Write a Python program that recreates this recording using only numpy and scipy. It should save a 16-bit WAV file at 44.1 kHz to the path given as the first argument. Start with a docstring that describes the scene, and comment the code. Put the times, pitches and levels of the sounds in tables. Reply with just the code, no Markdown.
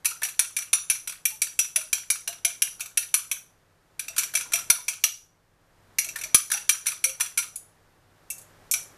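"""Beating an egg in a china bowl.

A fork beats an egg in a small hand-held bowl: three spells of about six strokes a second, then two
lone taps. At each stroke the tines chatter on the wall and set bowl and fork ringing; air pockets
in the egg squelch and plop. The kitchen adds a short tail, faint noise and a low hum.
The two hardest blows overload the recorder, giving a dull thump, and duck its gain."""
import sys
import numpy as np
from scipy import signal
from scipy.fft import rfft, irfft, next_fast_len
from scipy.io import wavfile
from scipy.ndimage import uniform_filter1d

SR = 44100
rng = np.random.default_rng(int(sys.argv[2]) if len(sys.argv) > 2 else 0)


def dump_mix(stems):
    """Bounce the given channels to the path in sys.argv[1] as a 16-bit WAV at rate SR."""
    frames = np.atleast_2d(stems).T  # one column per channel
    limited = np.clip(frames, -1, 1)  # hard clip at full scale
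    pcm = np.round(limited * 32767).astype(np.int16)
    wavfile.write(sys.argv[1], SR, pcm)


N = 395577
TIME = np.arange(N) / SR
BLOW_TIME = TIME[:SR // 4]
FIRM_DB = -14.5   # force of an ordinary firm stroke

# Each row: start in seconds, force in dB, extra bowl ring in dB, extra tine ring in dB, wetness in dB,
# favoured wall pitch in Hz, graze lead in seconds, bounce delay in seconds (0 = none).
FORK_STROKES = [(0.0552, -16.5, -0.5, -0.5, 0, 2570, 0.0089, 0),
                (0.232, -21, -1.5, -2.5, 1, 2370, 0.014, 0.018),
                (0.3927, -14, 1.5, 1, 3, 2510, 0.004, 0.0058),
                (0.5656, -22, 0, 0.5, 0, 2280, 0.0044, 0.021), (0.7306, -16, 2.5, 4, 1, 2518, 0, 0),
                (0.8992, -16.5, -1, 2.5, -1.5, 2440, 0.00079, 0.0084),
                (1.0739, -26.5, -1, -1.5, 3, 2440, 0.00045, 0.021),
                (1.2534, -14.5, -3.5, -4.5, -1.5, 2350, 0.0011, 0.00088),
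                (1.4178, -15.5, -1.5, -5, 1, 2320, 0.0061, 0),
                (1.5903, -15, 0.5, -1.5, -1, 2530, 0.0041, 0), (1.7597, -16.5, 1, 2, 1, 2426, 0.00039, 0),
                (1.929, -16, 1, -3, -0.5, 2477, 0, 0), (2.1014, -16, 0.5, 0.5, 0.5, 2411, 0.00056, 0.001),
                (2.2755, -24.5, 2, -1, 1, 2900, 0.0032, 0.0047),
                (2.4485, -16, 1, -1, -0.5, 2238, 0.00022, 0.00016),
                (2.62, -15.5, 1, 1, 0, 2940, 0.00081, 0.0013),
                (2.8057, -26.5, -1.5, -5.5, -1, 2436, 0.0098, 0.0011),
                (2.9729, -16, 0.5, 1.5, 0.5, 2730, 0.0051, 0.00067),
                (3.1409, -13, 0, 0, 2.5, 2370, 0.00073, 0), (3.3138, -20, -1, -5.5, -0.5, 2530, 0.0018, 0),
                (3.9937, -24, -1.5, -2, 0.5, 2196, 0.0019, 0.0003),
                (4.082, -30.5, 0, -13, -3, 2600, 0.0016, 0), (4.1808, -15, -1, -8, 6, 2504, 0.017, .009),
                (4.2333, -23.5, -2, -17, -1, 2307, .009, 0), (4.352, -18.5, 1.5, -1, -2, 2406, .014, 0.019),
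                (4.5345, -16.5, 0.5, -6, -1, 2420, 0.014, 0.021),
                (4.7005, -9, 2.5, -0.5, 4, 2270, 0.0062, 0.0004),
                (4.8817, -21, 2, -2.5, -3, 2467, 0.0047, 0.0057), (5.0384, -13, 3, -10.5, -0.5, 2748, 0, 0),
                (5.9848, -15.5, 0, -7, -3, 2110, 0.00049, 0.0017),
                (6.0443, -27.5, -5, -8.5, 1.5, 2570, 0.00019, 0),
                (6.0875, -31, -2.5, -17, -4.5, 2645, 0, 0), (6.1594, -27.5, -2.5, -14, 7, 2392, 0, 0.027),
                (6.2125, -30.5, -2, -8, -2, 2556, 0, 0),
                (6.2361, -28, 0.5, -17, -1.5, 2220, 0.00099, 0.00098),
                (6.3449, -6, 1, -1.5, 5.5, 2381, 0.0047, 0.00087),
                (6.5165, -17, 2, 0.5, 8.5, 2089, 0.015, 0.02), (6.6922, -12.5, 3, 0, 3, 2428, 0, 0.00018),
                (6.8668, -20, 1, 0, 1, 2393, 0.0079, 0.017),
                (7.0406, -15.5, 0, 0, -1, 2233, 0.00094, 0.00061),
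                (7.207, -17.5, 1, 0, 2.5, 2370, 0.0078, 0.0033),
                (7.3746, -17.5, 0.5, -0.5, 2.5, 2245, 0.0059, 0.011),
                (7.5578, -30.5, -22.5, 3.5, 1, 2490, 0.0031, 0.0011),
                (8.302, -22.5, -25.5, -15, -11.5, 2634, 0.0069, 0.00051),
                (8.3813, -39, -20.5, -9, 7, 2570, 0.0045, 0.034),
                (8.7123, -14, -23, -29, 0, 2365, 0.0039, 0), (8.737, -18, -1.5, -18, -2, 2343, 0, 0.00064)]


def beating(min_skid_s=0.0075, flick_delay_s=0.053):
    """Contacts of each stroke: a hit, a graze and bounce if it skids, a flick as the fork leaves."""
    contacts = []
    scatter = rng.standard_normal((len(FORK_STROKES), 2))
    gaps_s = np.diff([row[0] for row in FORK_STROKES], append=np.inf)
    for stroke, gap_s, (late, loud) in zip(FORK_STROKES, gaps_s, scatter):
        s, force_db, bowl_db, tines_db, wet_db, wall_hz, graze_s, bounce_s = stroke
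        grazes, bounces = graze_s > min_skid_s, bounce_s > min_skid_s
        contacts.append(contact(s, force_db, bowl_db, tines_db, wall_hz, wet_db))
        if grazes:   # plunging into the egg
            contacts.append(contact(s - graze_s, force_db - 13, bowl_db, tines_db, wall_hz, wet_db=7.5))
        if bounces:
            contacts.append(contact(s + bounce_s, force_db - 6, bowl_db, tines_db, wall_hz, wet_db=0))
        if 0.125 < gap_s < 0.25:   # steady beating only
            flick_s = s + flick_delay_s + 0.002 * late
            skid_db = 6.5 * np.mean([grazes, bounces])
            flick_db = -36.5 + 0.28 * (force_db - FIRM_DB) + skid_db + 1.5 * loud
            flick = contact(flick_s, flick_db, bowl_db - 1.5, tines_db=-7, wall_hz=2600, wet_db=0.5)
            contacts.append(flick)
    return contacts


def contact(s, force_db, bowl_db, tines_db, wall_hz, wet_db):
    """Shares a touch among the ringing parts; soft or egg-cushioned touches favour the dull hollow."""
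    excess_db = force_db - FIRM_DB
    hollow_db = FIRM_DB - 17 + 0.65 * excess_db + 1.4 * bowl_db + wet_db
    wall_db = FIRM_DB - 6.5 + 0.88 * excess_db + 0.72 * bowl_db - wet_db
    china_db = force_db - 3 + bowl_db - wet_db / 2
    return s, force_db, hollow_db, wall_db, china_db, force_db + tines_db, wall_hz


def fork(contacts, path_count):
    """The bowl moves in the hand, so successive clinks arrive by different reflections."""
    out = np.zeros(N)
    paths = [kitchen() for _ in range(path_count)]
    for k, (s, *touch) in enumerate(contacts):
        add(out, s, signal.fftconvolve(clink(*touch), paths[k % path_count]))
    return out


# Modes of bowl and fork. Each row: pitch in Hz, bandwidth in Hz, relative level in dB.
HOLLOW_MODES = [(1000, 90, -11), (1260, 90, -7), (1415, 50, -1), (1670, 130, 0), (1850, 120, -9)]
WALL_MODES = [(2150, 100, -6), (2355, 90, 0), (2650, 90, -2), (2850, 130, -10)]
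UPPER_WALL_MODES = [(3280, 87, 0), (3610, 70, -4), (3820, 100, -5), (4112, 45, 0), (4330, 85, 0)]
CHINA_MODES = [(5660, 60, -7), (5820, 32, 2), (5900, 60, -4), (6050, 80, -4), (6220, 150, -9)]
TINE_MODES = [(9500, 130, -6), (9785, 52, 2), (9980, 130, -6), (10225, 40, -1), (10370, 130, -5)]
TREBLE_MODES = [(6830, 160, -5), (7490, 80, 1), (7915, 85, 2), (8440, 200, 2), (8850, 150, -3),
                (11060, 110, 0), (11830, 110, 4), (12995, 100, 2), (13420, 110, -1)]
# Click of steel on glaze, duller clack of the bowl. Each row: frequency in Hz, relative level in dB.
CLICK_SPECTRUM = [(1000, -43), (3000, -14), (5100, -10), (6500, -0.5), (7200, 0.5), (8800, -1.5),
                  (11000, 1.5), (12400, -3), (14000, -8)]
CLACK_SPECTRUM = [(150, -3.5), (800, -23), (1300, -9), (2500, 3), (4500, 3.5), (6000, 0), (12000, -29.5)]


def clink(force_db, hollow_db, wall_db, china_db, tines_db, wall_hz):
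    """One contact: a dry click and clack, plus the ringing of bowl and fork."""
    drive = chatter(rattle_s=0.005, rattle=0.12, echo=0.78, echo_s=0.01)
    # the spot struck favours the nearest wall mode
    favoured = [(hz, width, db - min(abs(hz - wall_hz) / 38, 12)) for hz, width, db in WALL_MODES]
    body_db = 0.42 * hollow_db + 0.34 * wall_db + 0.11 * china_db + 0.12 * force_db
    blow = from_db(force_db - 7.5) * crack(CLICK_SPECTRUM, decay_s=0.015)
    blow += from_db(body_db - 5.5) * crack(CLACK_SPECTRUM, decay_s=0.0085)
    blow += from_db(force_db - 10.5) * resonate(drive, TREBLE_MODES, spread_db=2.0)
    blow += from_db(body_db - 11.0) * resonate(drive, UPPER_WALL_MODES, spread_db=6.0)
    blow += from_db(hollow_db - 7.0) * resonate(drive, HOLLOW_MODES, spread_db=5.5)
    blow += from_db(wall_db - 4.5) * resonate(drive, favoured, spread_db=4.5)
    blow += from_db(china_db - 5.0) * resonate(drive, CHINA_MODES, spread_db=0.5)
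    return blow + from_db(tines_db - 4.5) * resonate(drive, TINE_MODES, spread_db=2.0)


def chatter(rattle_s, rattle, echo, echo_s):
    """First touch, brief rattle of the tines, then quickly fading near reflections."""
    envelope = np.exp(-(BLOW_TIME / rattle_s) ** 2) + echo * np.exp(-BLOW_TIME / echo_s)
    drive = rattle * rng.standard_normal(len(BLOW_TIME)) * envelope
    drive[0] += 1
    return drive + 1e-18


def crack(spectrum, decay_s, spread_db=5, highpass_hz=750):
    """Unpitched burst of a blow, coloured anew each time and kept free of bass."""
    hz = np.linspace(150, 15000, num=45)
    colour = np.column_stack([hz, at_hz(spectrum, hz) + spread_db * rng.standard_normal(len(hz))])
    burst = coloured(colour, size=len(BLOW_TIME)) * np.exp(-BLOW_TIME / decay_s)
    highpass = signal.butter(2, highpass_hz, "high", fs=SR, output="sos")
    return unit_attack(signal.sosfilt(highpass, burst))


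def resonate(drive, modes, spread_db, detune=0.002):
    """Parallel resonances; grip and moving egg shift each mode's level and pitch at every blow."""
    out = 0
    for k, (hz, width_hz, db) in enumerate(modes):
        radius = np.exp(-np.pi * width_hz / SR)
        angle = 2 * np.pi * hz * (1 + detune * rng.normal()) / SR
        ring = signal.lfilter([1, 0, -1], [1, -2 * radius * np.cos(angle), radius * radius], drive)
        gain = np.sqrt(width_hz) * from_db(db + spread_db * rng.normal())
        out = out + (-1) ** k * gain * rms_one(ring)
    return unit_attack(out)


# Each row: start in seconds, peak in dB.
HARD_BLOWS = [(4.6996, -28), (6.3463, -16)]


def thumps(width_s):
    """The hardest blows overload the recorder lopsidedly, giving a short dull thump."""
    out = np.zeros(N)
    for s, db in HARD_BLOWS:
        add(out, s, from_db(db) * BLOW_TIME / width_s * np.exp(1 - BLOW_TIME / width_s))
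    return out


# Large air pockets closing in the egg. Each row: start in seconds, relative level in dB, pitch in Hz.
LARGE_POCKETS = [(0.115, -31, 1384), (0.221, -21.5, 1740), (0.249, -39.5, 760), (1.317, -47, 866),
                 (1.774, -40.5, 624), (2.286, -38.5, 687.2), (2.454, -38.5, 692), (4.340, -41, 672.6),
                 (4.4, -35, 1380), (4.456, -42, 980), (4.535, -37.5, 689), (4.580, -28.5, 1355),
                 (4.784, -35, 987), (6.158, -21.5, 1755), (6.544, -35, 820), (7.06, -38, 527)]


def egg(contacts, plop_cycles=75):
    """Squelches and plops in the room; a plop is an air pocket ringing inside a short rough gulp."""
    out = squelch(contacts, level_db=-10.5, delay_s=0.055, spread_s=0.018, cycles=16, count=9)
    for s, db, hz in LARGE_POCKETS + small_pockets():
        tone = bubble(hz, plop_cycles / hz, rise=0.05)
        burst = rng.standard_normal(len(BLOW_TIME)) * np.exp(-BLOW_TIME / 0.0085)
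        gulp = resonate(burst, [(hz, 130, 0)], spread_db=1)
        add(out, s, from_db(db - 2) * tone)
        add(out, s, from_db(db - 15) * gulp)
    return signal.fftconvolve(out, kitchen())[:N]


def squelch(contacts, level_db, delay_s, spread_s, cycles, count):
    """The fork tears out of the egg just after a contact: a clump of tiny bursting films and bubbles."""
    out = np.zeros(N)
    for s, _, hollow_db, *_ in contacts:
        for late, high, weak in rng.random((count, 3)):
            hz = 1200 * 2 ** (2.1 * high)
            db = level_db + 0.6 * hollow_db + 4 * high - 14 * weak
            start_s = s + delay_s + spread_s * (late - 0.5)
            add(out, start_s, from_db(db) * bubble(hz, cycles / hz, rise=0.2))
    return out


def small_pockets(delay_s=0.014, level_db=-55, spread_db=5, hz=680, spread_octaves=0.14):
    """Each stroke traps a small air pocket, fainter when the fork barely meets the bowl."""
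    scatter = rng.standard_normal((len(FORK_STROKES), 2))
    return [(s + delay_s, level_db + bowl_db + spread_db * loud, hz * 2 ** (spread_octaves * high))
            for (s, _, bowl_db, *_), (loud, high) in zip(FORK_STROKES, scatter)]


def bubble(hz, t60_s, rise):
    """An air pocket rings briefly in the thick liquid, rising in pitch."""
    t = BLOW_TIME[BLOW_TIME < t60_s]
    glide_hz = hz * (1 + rise * (t / t60_s - 0.15))
    phase = 2 * np.pi * np.cumsum(glide_hz) / SR
    attack = 1 - np.exp(-t * hz / 2)
    return np.sin(phase) * from_db(-60 * t / t60_s) * attack


# Each row: frequency in Hz, time to fall 60 dB in seconds.
TAIL_T60_S = [(300, 0.12), (1300, 0.28), (3500, 0.29), (6000, 0.34), (10000, 0.31), (14000, 0.2)]
# Each row: frequency in Hz, relative level of the tail in dB.
TAIL_SPECTRUM = [(400, 1.5), (1250, -3), (2100, -8), (3500, -5), (6000, -6), (10000, -7.5), (15000, -13)]


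def kitchen(build_s=0.002):
    """Impulse response of the room: direct sound, then a diffuse tail that dies band by band."""
    t = TIME[:SR // 2]
    white = rfft(rng.standard_normal(len(t)))
    hz = np.fft.rfftfreq(len(t), 1 / SR)
    edges_hz = np.geomspace(200, SR / 2, num=10)
    tail = 0
    for low_hz, high_hz in zip(edges_hz, edges_hz[1:]):
        centre_hz = np.sqrt(low_hz * high_hz)
        band = irfft(white * ((hz >= low_hz) & (hz < high_hz)), len(t))
        fade = from_db(-60 * t / at_hz(TAIL_T60_S, centre_hz)) * np.minimum(t / build_s, 1)
        tail = tail + from_db(at_hz(TAIL_SPECTRUM, centre_hz)) * band * fade / np.linalg.norm(fade)
    return (t == 0) + tail


# Set curve of the recorder's gain on the hiss. Each row: time in seconds, relative level in dB.
HISS_GAIN = [(0.0, -67), (0.35, -69), (2.22, -70), (2.35, -67), (3.8, -70), (4.42, -61), (4.6, -59.5),
             (5.12, -72.5), (5.54, -72), (6.17, -60), (6.8, -66.5), (8.07, -67.5), (8.42, -62), (8.97, -60)]
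# Hiss, rumble and hum. Each row: frequency in Hz, relative level in dB.
HISS_SPECTRUM = [(60, -17), (200, -3.5), (320, 1), (600, 0.5), (950, -1.5), (1700, -3.5), (2500, -10.5),
                 (5000, -14.5), (14000, -20)]
RUMBLE_SPECTRUM = [(10, -20.5), (25, -2), (50, -5), (70, -16), (95, -4.5), (160, -10.5), (300, -23),
                   (1000, -52.5)]
HUM_LINES = [(96.9, -70), (161.5, -71.5), (242.2, -83.5)]


def background(hiss_db, rumble_db, hum_db):
    """Hiss sinks and swells as the recorder's gain ducks and recovers; rumble and hum move less."""
    level_db = np.interp(TIME, *np.transpose(HISS_GAIN))
    hum = sum(from_db(db + hum_db) * np.sin(2 * np.pi * (hz * TIME + rng.random()))
              for hz, db in HUM_LINES)
    rumble = from_db(rumble_db) * coloured(RUMBLE_SPECTRUM, size=N)
    hiss = from_db(level_db + hiss_db) * coloured(HISS_SPECTRUM, size=N)
    bass_gain = from_db(0.6 * (level_db - level_db.mean()))
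    return hiss + bass_gain * (hum + rumble)


def gain_control(x, threshold_db=-16, share=0.51, window_s=0.0023, attack_s=0.02, release_db_per_s=19.5):
    """The gain ducks just after a very hard blow and climbs back at a steady rate."""
    power = uniform_filter1d(x[0] ** 2, int(window_s * SR))
    over_db = np.maximum(10 * np.log10(np.maximum(power, 1e-12)) - threshold_db, 0)
    climb_db = release_db_per_s * TIME
    duck_db = np.maximum.accumulate(share * over_db + climb_db) - climb_db
    pole = np.exp(-1 / (attack_s * SR))
    return x * from_db(-signal.lfilter([1 - pole], [1, -pole], duck_db))


def from_db(db):
    return 10 ** (np.asarray(db) / 20)


def rms_one(x):
    return x / np.sqrt(np.mean(x ** 2) + 1e-20)


def unit_attack(x):
    """Scales a blow to rms 1 over its first 10 ms."""
    return x / np.sqrt(np.mean(x[:SR // 100] ** 2) + 1e-20)


def at_hz(points, hz):
    """Reads a table on a log-frequency axis."""
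    points_hz, values = np.transpose(points)
    return np.interp(np.log(np.maximum(hz, 1)), np.log(points_hz), values)


def add(track, s, sound):
    """Mixes a sound into the track at s seconds."""
    start = int(np.clip(s * SR, 0, N - 1))
    track[start:start + len(sound)] += sound[:N - start]


def coloured(spectrum, size):
    """Noise with the given spectrum, rms 1."""
    padded = next_fast_len(size)
    gain = from_db(at_hz(spectrum, np.fft.rfftfreq(padded, 1 / SR)))
    white = rfft(rng.standard_normal(padded))
    return rms_one(irfft(white * gain, padded)[:size])


def scene():
    """Fork, bowl and egg close by, over faint hiss and hum."""
    contacts = beating()
    near = fork(contacts, path_count=10) + thumps(width_s=0.00032) + egg(contacts)
    return (near + background(hiss_db=4.0, rumble_db=-67.0, hum_db=0.5))[None]


def record(dry):
    """The hardest blows duck the recorder's gain and clip; the top treble is cut."""
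    clip_level, cutoff_hz = 0.85, 14150
    clipped = np.clip(gain_control(dry), -clip_level, clip_level)
    lowpass = signal.ellip(10, 0.2, 70, cutoff_hz, fs=SR, output="sos")
    return signal.sosfilt(lowpass, clipped)


dry = scene()
out = record(dry)
dump_mix(out)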